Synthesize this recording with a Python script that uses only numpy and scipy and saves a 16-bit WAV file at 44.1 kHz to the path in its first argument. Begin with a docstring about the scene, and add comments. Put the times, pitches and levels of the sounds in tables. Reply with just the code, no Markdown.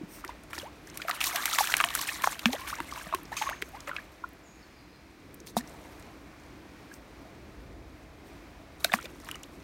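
"""A small dog wades through a shallow stony river, and thrown stones plop into the water.
Paws and stones slap the surface, trap air that rings as bubbles, and throw spray that patters down.
Behind them the river murmurs, hisses and laps at the stones, something rumbles far off,
and a bird whistles among the trees on the bank."""
import sys
import numpy as np
from scipy import signal
from scipy.fft import rfft, irfft, next_fast_len
from scipy.io import wavfile
from scipy.ndimage import map_coordinates

SR = 44100
rng = np.random.default_rng(int(sys.argv[2]) if len(sys.argv) > 2 else 0)


def master_out(mix):
    """Clip the mix to full scale and print it as 16-bit PCM to the path in sys.argv[1]."""
    frames = np.transpose(np.atleast_2d(mix))
    ceiling = np.clip(frames, -1, 1)
    pcm = np.round(ceiling * 32767).astype(np.int16)
    wavfile.write(sys.argv[1], SR, pcm)


N = 424683
BURST_SAMPLES = 2048

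# How loud the low background is: time_s, rumble_db, murmur_db
LOW_LEVELS = [(0, -59.5, -52.5), (.4, -53.5, -54.5), (1.2, -58, -54), (2.3, -55, -53.5),
              (3.1, -53.5, -53.5), (4.2, -58.5, -55.5), (5.2, -59.5, -55.5), (5.7, -54.5, -51),
              (6.4, -55.5, -53.5), (7.4, -54, -52.5), (7.75, -48.5, -51.5), (8.1, -53, -53),
              (8.7, -55.5, -53), (9.63, -54.5, -51.5)]
# How loud the flowing water is: time_s, hiss_db, lapping_db
FLOW_LEVELS = [(0, -57, -63), (1, -56, -60), (4, -57, -60), (4.5, -58, -66), (5.5, -58, -68),
               (5.72, -56, -55.5), (6.1, -57, -61), (6.95, -56, -62), (7.3, -57, -58), (7.6, -58, -65),
               (8.6, -57, -57), (8.75, -58, -64), (9.63, -57, -60)]


def amp(db):
    """Turn decibels into a gain."""
    return 10 ** (np.asarray(db) / 20)


def unit(x):
    """Scale x to an average (rms) level of 1."""
    return x / np.sqrt(np.mean(x ** 2) + 1e-20)


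def curves(rows):
    """Join a table's points with lines: one curve for each column after the time."""
    time_s, *columns = np.transpose(rows)
    return [np.interp(np.arange(N) / SR, time_s, column) for column in columns]


def wobble(rate):
    """A smooth curve through `rate` random points a second."""
    return map_coordinates(rng.standard_normal(int(N * rate / SR) + 4), [np.arange(N) * rate / SR])


def filtered(x, response):
    """Filter x; response(hz) says how each frequency comes through."""
    size = next_fast_len(2 * len(x) if len(x) < SR else len(x) + 4096)
    return irfft(rfft(x, size) * response(np.fft.rfftfreq(size, 1 / SR)), size)[:len(x)]


def coloured(x, spectrum):
    """Shape the tone of x with (frequency_hz, level_db) points, then scale to level 1."""
    points_hz, db = np.transpose(spectrum)
    return unit(filtered(x, lambda hz: amp(np.interp(np.log(hz + 1), np.log(points_hz), db))))


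def resonance(hz, centre_hz, width_hz):
    """A filter that passes its centre frequency and weakens those on either side."""
    return 1j * hz * width_hz / (centre_hz ** 2 - hz ** 2 + 1j * hz * width_hz + 1e-9)


def burst(db, fade_s, response):
    """A filtered puff of noise that peaks at db; the noise falls 60 dB in fade_s."""
    t = np.arange(BURST_SAMPLES) / SR
    noise = rng.standard_normal(BURST_SAMPLES)
    noise[2] += 4.5  # the first contact is a sharp push
    puff = filtered(noise * amp(-60 * t / fade_s), response)
    return amp(db) * puff / np.abs(puff).max()


def ringing(start_s, db, hz, life_s, rise, hold, size):
    """Bubbles ring higher as they near the surface: in life_s, 9 dB down and `rise` times the pitch."""
    t = np.arange(size) / SR
    db, hz, life_s, rise, hold = (np.reshape(x, (-1, 1)) for x in (db, hz, life_s, rise, hold))
    phase = 2 * np.pi * hz * (t + (rise - 1) * life_s / 2 * np.minimum(t / life_s, 4.5) ** 2)
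    attack = 1 - np.exp(-t * hz * 1.5)
    fade = amp(db - 9 * (t / life_s) ** hold)  # hold 1 fades at once; 5 lingers, then stops
    positions = (start_s * SR).astype(int)[:, None] + np.arange(size)
    return np.bincount(positions.ravel(), (attack * fade * np.sin(phase)).ravel(), N + size)[:N]


def swarm(count, hz, spread, cycles, scatter_db, size):
    """A random crowd of small bubbles or drops, each `size` samples long."""
    start_s = rng.random(count) * N / SR
    pitch_dice, life_dice, level_dice = rng.standard_normal((count, 3)).T
    pitch_hz = np.clip(hz * np.exp(spread * pitch_dice), 100, SR / 2.6)
    life_s = np.minimum(cycles * np.exp(.4 * life_dice) / pitch_hz, size / SR / 3)
    db = scatter_db * np.clip(level_dice, -2, 2)
    return unit(ringing(start_s, db, pitch_hz, life_s, rise=1.1 + .08 * life_dice, hold=1.6, size=size))


def echo(x, fade_s, size):
    """Many reflections blur into a tail that falls 60 dB in fade_s."""
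    tail = rng.standard_normal(size) * amp(-60 * np.arange(size) / SR / fade_s)
    return signal.fftconvolve(x, tail / np.linalg.norm(tail))[:N]


def far_rumble():
    """Deep noise from far off slowly swells and sinks."""
    # The rumble's tone: frequency_hz, level_db
    tone = [(20, -30), (33, -8), (45, 0), (62, 1), (85, -5), (130, -12), (180, -38), (310, -99)]
    level_db, _ = curves(LOW_LEVELS)
    return amp(level_db + .8 * wobble(3)) * coloured(rng.standard_normal(N), tone)


def river():
    """The river gives a hollow murmur and a fine hiss, and small waves lap at the stones."""
    # The tone of each of the three: frequency_hz, level_db
    murmur_tone = [(71, -30), (120, -5), (180, -4), (245, -5), (300, 1.5), (360, -4), (430, -8), (521, -10),
                   (620, -19), (910, -40), (1540, -120)]
    hiss_tone = [(300, -40), (650, -11), (1060, -9), (1400, -10), (1810, -11), (2430, -11), (2890, -18),
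                 (4030, -19), (5940, -23), (7650, -28), (11000, -31), (15700, -33)]
    lapping_tone = [(330, -50), (520, -6), (670, 0), (800, -7), (1100, -12), (2000, -40), (6000, -120)]
    _, murmur_db = curves(LOW_LEVELS)
    hiss_db, lapping_db = curves(FLOW_LEVELS)
    murmur = amp(murmur_db + 1.2 * wobble(7)) * coloured(rng.standard_normal(N), murmur_tone)
    trickle = rng.standard_normal(N)
    trickle += .2 * swarm(count=500, hz=10000, spread=.22, cycles=2.5, scatter_db=4, size=80)
    waves = rng.standard_normal(N)
    waves += .1 * swarm(count=500, hz=800, spread=.35, cycles=5, scatter_db=3, size=800)
    hiss = amp(hiss_db + .7 * wobble(6)) * coloured(trickle, hiss_tone)
    lapping = amp(lapping_db + 1.8 * wobble(12)) * coloured(waves, lapping_tone)
    return murmur + hiss + lapping


def bird():
    """Short falling whistles, heard mostly as their echo among the trees."""
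    # The notes: start_s, length_s, start_hz, end_hz, level_db
    notes = [(3.366, .012, 6950, 6250, -40), (4.41, .085, 7900, 6400, -63.5), (4.575, .05, 5700, 4950, -68),
             (4.615, .035, 4700, 4300, -64.5), (4.735, .055, 5300, 4650, -66.5),
             (4.775, .035, 4400, 4100, -68), (4.885, .04, 5300, 4800, -68), (4.925, .035, 4600, 4050, -66)]
    song = np.zeros(N)
    for start_s, length_s, start_hz, end_hz, db in notes:
        progress = np.linspace(0, 1, round(length_s * SR), endpoint=False)
        pitch_hz = end_hz + (start_hz - end_hz) * (1 - progress) ** 1.6
        note = np.sin(2 * np.pi * np.cumsum(pitch_hz) / SR) * np.sin(np.pi * progress ** 1.5)
        song[round(start_s * SR):][:len(note)] += amp(db) * note
    return amp(-3) * song + amp(6.5) * echo(song, fade_s=.85, size=SR)


def soft_hisses():
    """Brief swells of hiss in evenly spaced frequency bands."""
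    # The swells: start_s, peak_s, end_s, level_db
    swells = [(.07, .15, .23, -51), (6.91, 6.94, 6.99, -58), (8.24, 8.27, 8.32, -64)]
    # The bands: centre_hz, width_hz, level_db
    bands = [(2600, 700, -6), (5600, 700, 0), (8700, 700, 2), (12000, 1200, -2), (14800, 1200, -2)]
    t = np.arange(N) / SR
    gain = sum(amp(db) * np.interp(t, times_s, [0, 1, 0]) for *times_s, db in swells)
    tone = lambda f: sum((-1) ** k * amp(db) * resonance(f, hz, width_hz)
                         for k, (hz, width_hz, db) in enumerate(bands))
    return gain * unit(filtered(rng.standard_normal(N), tone))


def spurt():
    """A smooth hiss starts suddenly and fades, its treble first."""
    # The spurt's tone: frequency_hz, level_db
    tone = [(900, -40), (2000, -6), (3000, -3), (4500, -4), (5600, -4), (6400, 1.5), (7300, -4),
            (10000, -9), (15600, -14)]
    start_s, level_db, fall_s = 3.3675, -36, .16
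    t = np.arange(N) / SR - start_s
    hiss = coloured(rng.standard_normal(N), tone)
    treble = filtered(hiss, lambda hz: 1 / (1 + (8000 / (hz + 1)) ** 6))
    fade = lambda seconds: (t > 0) * amp(level_db - 20 * np.abs(t) / seconds)
    return fade(fall_s) * (hiss - treble) + fade(fall_s / 2.2) * treble


def stirring():
    """The gains of gurgle and spray: sloshes jump up and die away on top of steady stirring."""
    # How hard the dog and the ripples stir the water: time_s, level_db
    steady = [(0, -72), (.2, -60), (.35, -68), (.82, -68), (.88, -55), (1.08, -47), (1.3, -41), (1.75, -39),
              (2.2, -47), (2.45, -52), (2.7, -47), (2.85, -53), (3.05, -48), (3.2, -58), (3.7, -58.5),
              (4.15, -64), (4.4, -85), (8.7, -85), (8.9, -53), (9.15, -60), (9.63, -64)]
    # Thrown water: start_s, gurgle_db, spray_db, fall_s (for the gurgle to drop 20 dB)
    sloshes = [(.24, -52, -59, .08), (.29, -46, -58, .06), (.505, -52, -58, .1), (.533, -48, -53, .2),
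               (.582, -49, -48, .12), (1.085, -39, -42, .07), (1.115, -43, -58, .25), (1.21, -36, -36, .4),
               (1.33, -41, -39, .1), (1.36, -37, -38, .17), (1.458, -38, -36, .25), (1.53, -37, -35, .15),
               (1.585, -34, -32, .3), (1.8, -36, -38, .08), (1.9, -40, -39, .35), (1.975, -41, -40, .1),
               (2.012, -41, -40, .07), (2.072, -40, -40, .35), (2.238, -40, -37, .22),
               (2.432, -41, -47, .04), (2.458, -45, -47, .1), (2.527, -39, -47, .11),
               (2.675, -45, -48, .22), (2.912, -45, -51, .45), (3.128, -42, -54, .05),
               (3.32, -44, -56, .15), (3.368, -42, -50, .2), (3.418, -39, -50, .2), (3.75, -50, -61, .15),
               (3.874, -43, -57, .1), (3.945, -46, -60, .13), (5.47, -60, -47, .06),
               (5.573, -41, -33, .045), (5.64, -60, -63, 1.2), (8.803, -54, -53, .15),
               (8.846, -44, -41, .035), (8.918, -46, -52, .05), (8.935, -39, -36, .045),
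               (8.985, -45, -57, .08), (9.045, -50, -54, .05), (9.245, -51, -59, .25),
               (9.342, -51, -56, .05)]
    start_s, gurgle_db, spray_db, fall_s = np.transpose(sloshes)[:, :, None]
    t = np.arange(0, N / SR + .002, .001)
    steady_db = np.interp(t, *np.transpose(steady))
    age_s, rise_s = t - start_s, .008

    def gain(base_db, peak_db, fade_s):
        shape_db = -20 * np.where(age_s < 0, -age_s / rise_s, np.abs(age_s / fade_s) ** 1.4)
        power = amp(2 * base_db) + amp(2 * (peak_db + shape_db)).sum(axis=0)
        return np.interp(np.arange(N) / SR, t, np.sqrt(power))

    return gain(steady_db, gurgle_db, fall_s), gain(steady_db - 5.5, spray_db, .75 * fall_s)


def churn():
    """Stirred water gurgles with small bubbles and throws drops; both come in the same clumps."""
    # The tone of each: frequency_hz, level_db
    gurgle_tone = [(120, -60), (260, -20), (450, -16), (650, -5), (1160, -1), (1400, -4), (2180, -3),
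                   (2900, -6), (4000, -10), (6000, -32), (9900, -120)]
    spray_tone = [(2060, -32), (3500, -2), (3940, 0), (5060, -5), (5460, -2), (7840, -6), (9340, -4),
                  (10300, -8), (12000, -4), (15600, -10)]
    gurgle_gain, spray_gain = stirring()
    clumps = wobble(45)
    bubbles = 1.15 * rng.standard_normal(N)
    bubbles += swarm(count=7500, hz=2100, spread=.6, cycles=8, scatter_db=4.2, size=500)
    drops = 1.1 * rng.standard_normal(N)
    drops += swarm(count=11000, hz=9500, spread=.55, cycles=4.5, scatter_db=4.6, size=110)
    gurgle = unit(amp(1.5 * clumps) * coloured(bubbles, gurgle_tone))
    spray = unit(amp(1.2 * clumps + 2.8 * wobble(40)) * coloured(drops, spray_tone))
    return amp(-.7) * gurgle_gain * gurgle + amp(1.3) * spray_gain * spray


def drips():
    """Single drops hit the surface, each with a tiny tick around its own pitch."""
    # The drops: start_s, peak_db, pitch_hz
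    drops = [(0.2079, -41, 5580), (0.2783, -34, 4700), (0.4364, -39, 8930), (0.5536, -35, 5740),
             (0.5876, -25, 4680), (0.8724, -36, 5990), (0.8999, -32, 5670), (0.9443, -39, 9400),
             (1.0785, -30, 12500), (1.1005, -26, 10500), (1.78, -20, 9500), (1.846, -17, 8500),
             (2.693, -31, 8200), (2.701, -32, 3600), (2.754, -31, 6100), (2.785, -36, 6000),
             (2.891, -36, 7500), (2.915, -33, 3300), (2.937, -31, 4800), (2.985, -34, 6000),
             (3.2329, -33, 12200), (3.254, -39, 5120), (3.8048, -33, 5180), (3.69, -38, 11500),
             (3.888, -35, 12200), (4.2896, -39, 11900), (4.3326, -44, 13300), (5.3433, -33, 10900),
             (5.4021, -39, 5950), (5.6094, -39, 3600), (5.6745, -42, 5900), (5.696, -39, 7000),
             (5.9973, -41, 8790), (6.0252, -42, 4530), (6.94, -35, 5930), (8.979, -37, 7290),
             (9.0124, -36, 7170), (9.0274, -35, 5400), (9.201, -38, 6490), (9.2474, -34, 6910),
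             (9.3561, -33, 5880), (9.433, -30, 6390)]
    out = np.zeros(N + BURST_SAMPLES)
    for start_s, db, hz in drops:
        tone = lambda f: resonance(f, hz, .4 * hz) * resonance(f, 1.1 * hz, 1.5 * hz)
        out[round(start_s * SR):][:BURST_SAMPLES] += burst(db, .015, tone)
    return out[:N]


def trapped_air():
    """Pockets of air ring under water, and their level flutters as the surface moves."""
    # Bubbles that stay near one pitch: start_s, level_db, pitch_hz, life_s
    bubbles = [(.012, -30, 300, .011), (.033, -29, 180, .01), (.292, -32, 950, .01),
               (.532, -31, 1300, .005), (.582, -33, 320, .008), (.598, -34, 3200, .004),
               (.617, -36, 2800, .005), (1.083, -29, 1240, .006), (1.089, -30, 700, .014),
               (1.05, -36, 650, .012), (1.0, -36, 1400, .006), (.958, -38, 1050, .006),
               (1.27, -31, 1050, .008), (1.328, -28, 2100, .005), (1.347, -29, 670, .009),
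               (1.382, -28, 1150, .012), (1.432, -33, 1150, .007), (1.207, -26, 2490, .008),
               (1.382, -28, 1580, .014), (1.534, -26, 1280, .005), (1.582, -23, 1090, .014),
               (1.587, -17, 930, .006), (1.607, -19, 810, .009), (1.642, -27, 1590, .009),
               (1.698, -27, 1450, .005), (1.804, -20, 1180, .012), (1.841, -20, 1710, .005),
               (1.843, -28, 670, .015), (1.991, -24, 1060, .006), (2.088, -25, 2440, .005),
               (2.09, -30, 1750, .006), (2.24, -21, 1020, .009), (2.273, -21, 810, .005),
               (2.534, -25, 780, .007), (2.593, -35, 1010, .008), (2.612, -37, 1030, .02),
               (2.648, -33, 1100, .005), (2.886, -38, 2040, .01), (2.924, -30, 1140, .005),
               (2.972, -36, 960, .012), (3.012, -32, 1580, .004), (3.186, -37, 960, .004),
               (2.786, -34, 920, .017), (3.125, -37, 640, .016), (3.145, -33, 360, .012),
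               (3.068, -34, 640, .004), (3.069, -31, 180, .006), (3.126, -25, 1130, .003),
               (3.138, -19, 1030, .007), (3.37, -28, 2450, .005), (3.327, -33, 1750, .008),
               (3.414, -27, 850, .017), (3.49, -27, 620, .005), (3.53, -33, 1750, .007),
               (3.466, -26, 1070, .013), (3.877, -37, 550, .02), (3.877, -33, 1150, .005),
               (3.895, -36, 1000, .012), (3.932, -37, 1300, .008), (3.893, -29, 1910, .004),
               (3.948, -33, 1250, .003), (3.914, -24, 1400, .005), (3.964, -26, 2450, .004),
               (4.238, -30, 1360, .009), (4.238, -29, 1000, .006), (5.567, -19, 680, .005),
               (5.607, -38, 1750, .004), (5.855, -46, 950, .006), (6.915, -41, 1600, .008),
               (7.548, -45, 850, .003), (8.846, -18, 1450, .004), (8.847, -21, 3700, .003),
               (8.855, -39, 2550, .012), (8.92, -33, 3500, .004), (8.929, -33, 4400, .003),
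               (8.847, -19, 640, .006), (8.897, -32, 1660, .004), (8.921, -35, 640, .008),
               (8.936, -19, 700, .005), (8.937, -18, 1250, .004), (8.988, -32, 1330, .005),
               (9.05, -36, 2450, .007), (9.268, -38, 900, .008), (9.29, -36, 1250, .006),
               (9.313, -34, 2900, .005), (9.345, -36, 2850, .006), (9.357, -37, 1200, .005)]
    # Gulps that sweep up as they surface: start_s, level_db, pitch_hz, life_s, rise, hold
    gulps = [(.241, -34, 1050, .005, 1.47, 1.6), (.63, -40, 480, .05, 2.2, 5),
             (1.098, -23, 1040, .007, 1.4, 1.6), (2.489, -38, 430, .024, 2.5, 6),
             (2.535, -32, 340, .025, 2.2, 6), (2.727, -26, 950, .007, 1.35, 1.3),
             (3.318, -33, 720, .016, 1.47, 1.8), (3.508, -34, 620, .028, 3.1, 4),
             (3.735, -42, 720, .045, 1.47, 1.8), (3.984, -36, 1600, .013, 1.2, 1.6),
             (9.04, -45, 420, .025, 1.5, 2.2), (9.436, -38, 2500, .005, 1.47, 1.6)]
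    rings = ringing(*np.transpose(bubbles), rise=1.04, hold=1.4, size=4000)
    sweeps = ringing(*np.transpose(gulps), size=4000)
    return amp(3 * wobble(160)) * (rings + sweeps)


def plunks():
    """The deep hollow left by a stone or paw rings low and dies away smoothly."""
    # The hollows: start_s, level_db, pitch_hz, life_s
    hollows = [(.251, -33, 320, .006), (2.458, -15.5, 215, .024), (2.805, -25, 280, .006),
               (3.625, -27, 370, .005), (5.568, -19.5, 205, .016), (8.939, -21, 200, .011)]
    return ringing(*np.transpose(hollows), rise=1.1, hold=1, size=6000)


def slaps():
    """A paw or stone smacks the surface: a short burst with a fizz of torn water on top."""
    # The hits: start_s, body_db, pitch_hz, fizz_db
    hits = [(.2481, -28, 1600, -28), (.5317, -25, 1390, -35), (.5797, -27, 1510, -36),
            (.9737, -33, 2680, -15), (1.0181, -24, 2630, -39), (1.0825, -21, 1370, -32),
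            (1.0946, -20, 1300, -17), (1.1114, -18, 2440, -32), (1.2056, -20, 1950, -22),
            (1.2131, -14, 2350, -19), (1.241, -17, 3230, -8), (1.3597, -18, 2330, -15),
            (1.4564, -9, 2650, -8), (1.5125, -21, 2710, -27), (1.5863, -10, 1920, -13),
            (1.6728, -18, 2260, -19), (1.7234, -22, 2970, -25), (1.7399, -5, 1920, -16),
            (1.768, -21, 2370, -8), (1.8022, -10, 1580, -21), (1.811, -13, 1320, -18),
            (1.8399, -7, 1900, -23), (1.8875, -22, 3130, -25), (1.9035, -25, 3000, -29),
            (1.9515, -20, 1760, -9), (1.991, -24, 3500, -25), (2.0139, -23, 2180, -15),
            (2.2207, -29, 3580, -23), (2.2385, -18, 1100, -26), (2.2419, -12, 1500, -18),
            (2.2734, -11, 1050, -28), (2.3931, -22, 3060, -25), (2.4572, -4, 1750, -22),
            (2.5314, -18, 3100, -26), (2.6755, -26, 1600, -34), (2.8026, -19, 1380, -34),
            (3.1475, -22, 1880, -20), (3.4226, -18, 1620, -32), (3.491, -19, 1420, -38),
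            (3.4976, -25, 2220, -28), (3.618, -32, 3000, -34), (3.6225, -18, 2090, -24),
            (3.8751, -28, 1220, -47), (3.8937, -28, 1500, -40), (3.9647, -25, 2240, -46),
            (5.471, -36, 2940, -30), (5.5675, -18, 770, -22), (8.8454, -7, 3500, -6),
            (8.9194, -26, 1520, -38), (8.9306, -21, 2220, -31), (8.9375, -8, 1200, -18),
            (9.0555, -28, 2820, -33), (9.288, -27, 1550, -32), (9.3133, -28, 2920, -25)]
    fizz_tone = lambda f: resonance(f, 10000, 15000) * resonance(f, 8000, 13000)
    out = np.zeros(N + BURST_SAMPLES)
    for start_s, body_db, hz, fizz_db in hits:
        body_tone = lambda f: (resonance(f, hz, 1.1 * hz) ** 2 * resonance(f, .7 * hz, 2.5 * hz)
                               * resonance(f, 1.2 * hz, 4.2 * hz))
        fade_s = .017 * amp(-.3 * (body_db + 20))  # a harder slap is shorter
        slap = burst(body_db, fade_s, body_tone) + burst(fizz_db, .015, fizz_tone)
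        out[round(start_s * SR):][:BURST_SAMPLES] += slap
    return out[:N]


def scene():
    """Mix everything to one channel; the stones and banks faintly echo the splashes."""
    splashes = slaps() + drips() + trapped_air() + plunks()
    delayed = np.pad(splashes, (200, 0))
    water = splashes + amp(-22) * echo(delayed, fade_s=.12, size=SR // 4) + churn()
    return (water + far_rumble() + river() + bird() + soft_hisses() + spurt())[None]


def record(dry):
    """The microphone loses the deepest bass and highest treble, and dips in one high band."""
    bottom_hz, dip_hz, top_hz = 33, 10500, 15900
    dip = lambda hz: 1 - .27 * resonance(hz, dip_hz, width_hz=600)
    band = lambda hz: (hz < top_hz) / (1 + (bottom_hz / (hz + 1)) ** 4)
    return filtered(dry[0], lambda hz: band(hz) * dip(hz))[None]


dry = scene()
out = record(dry)
master_out(out)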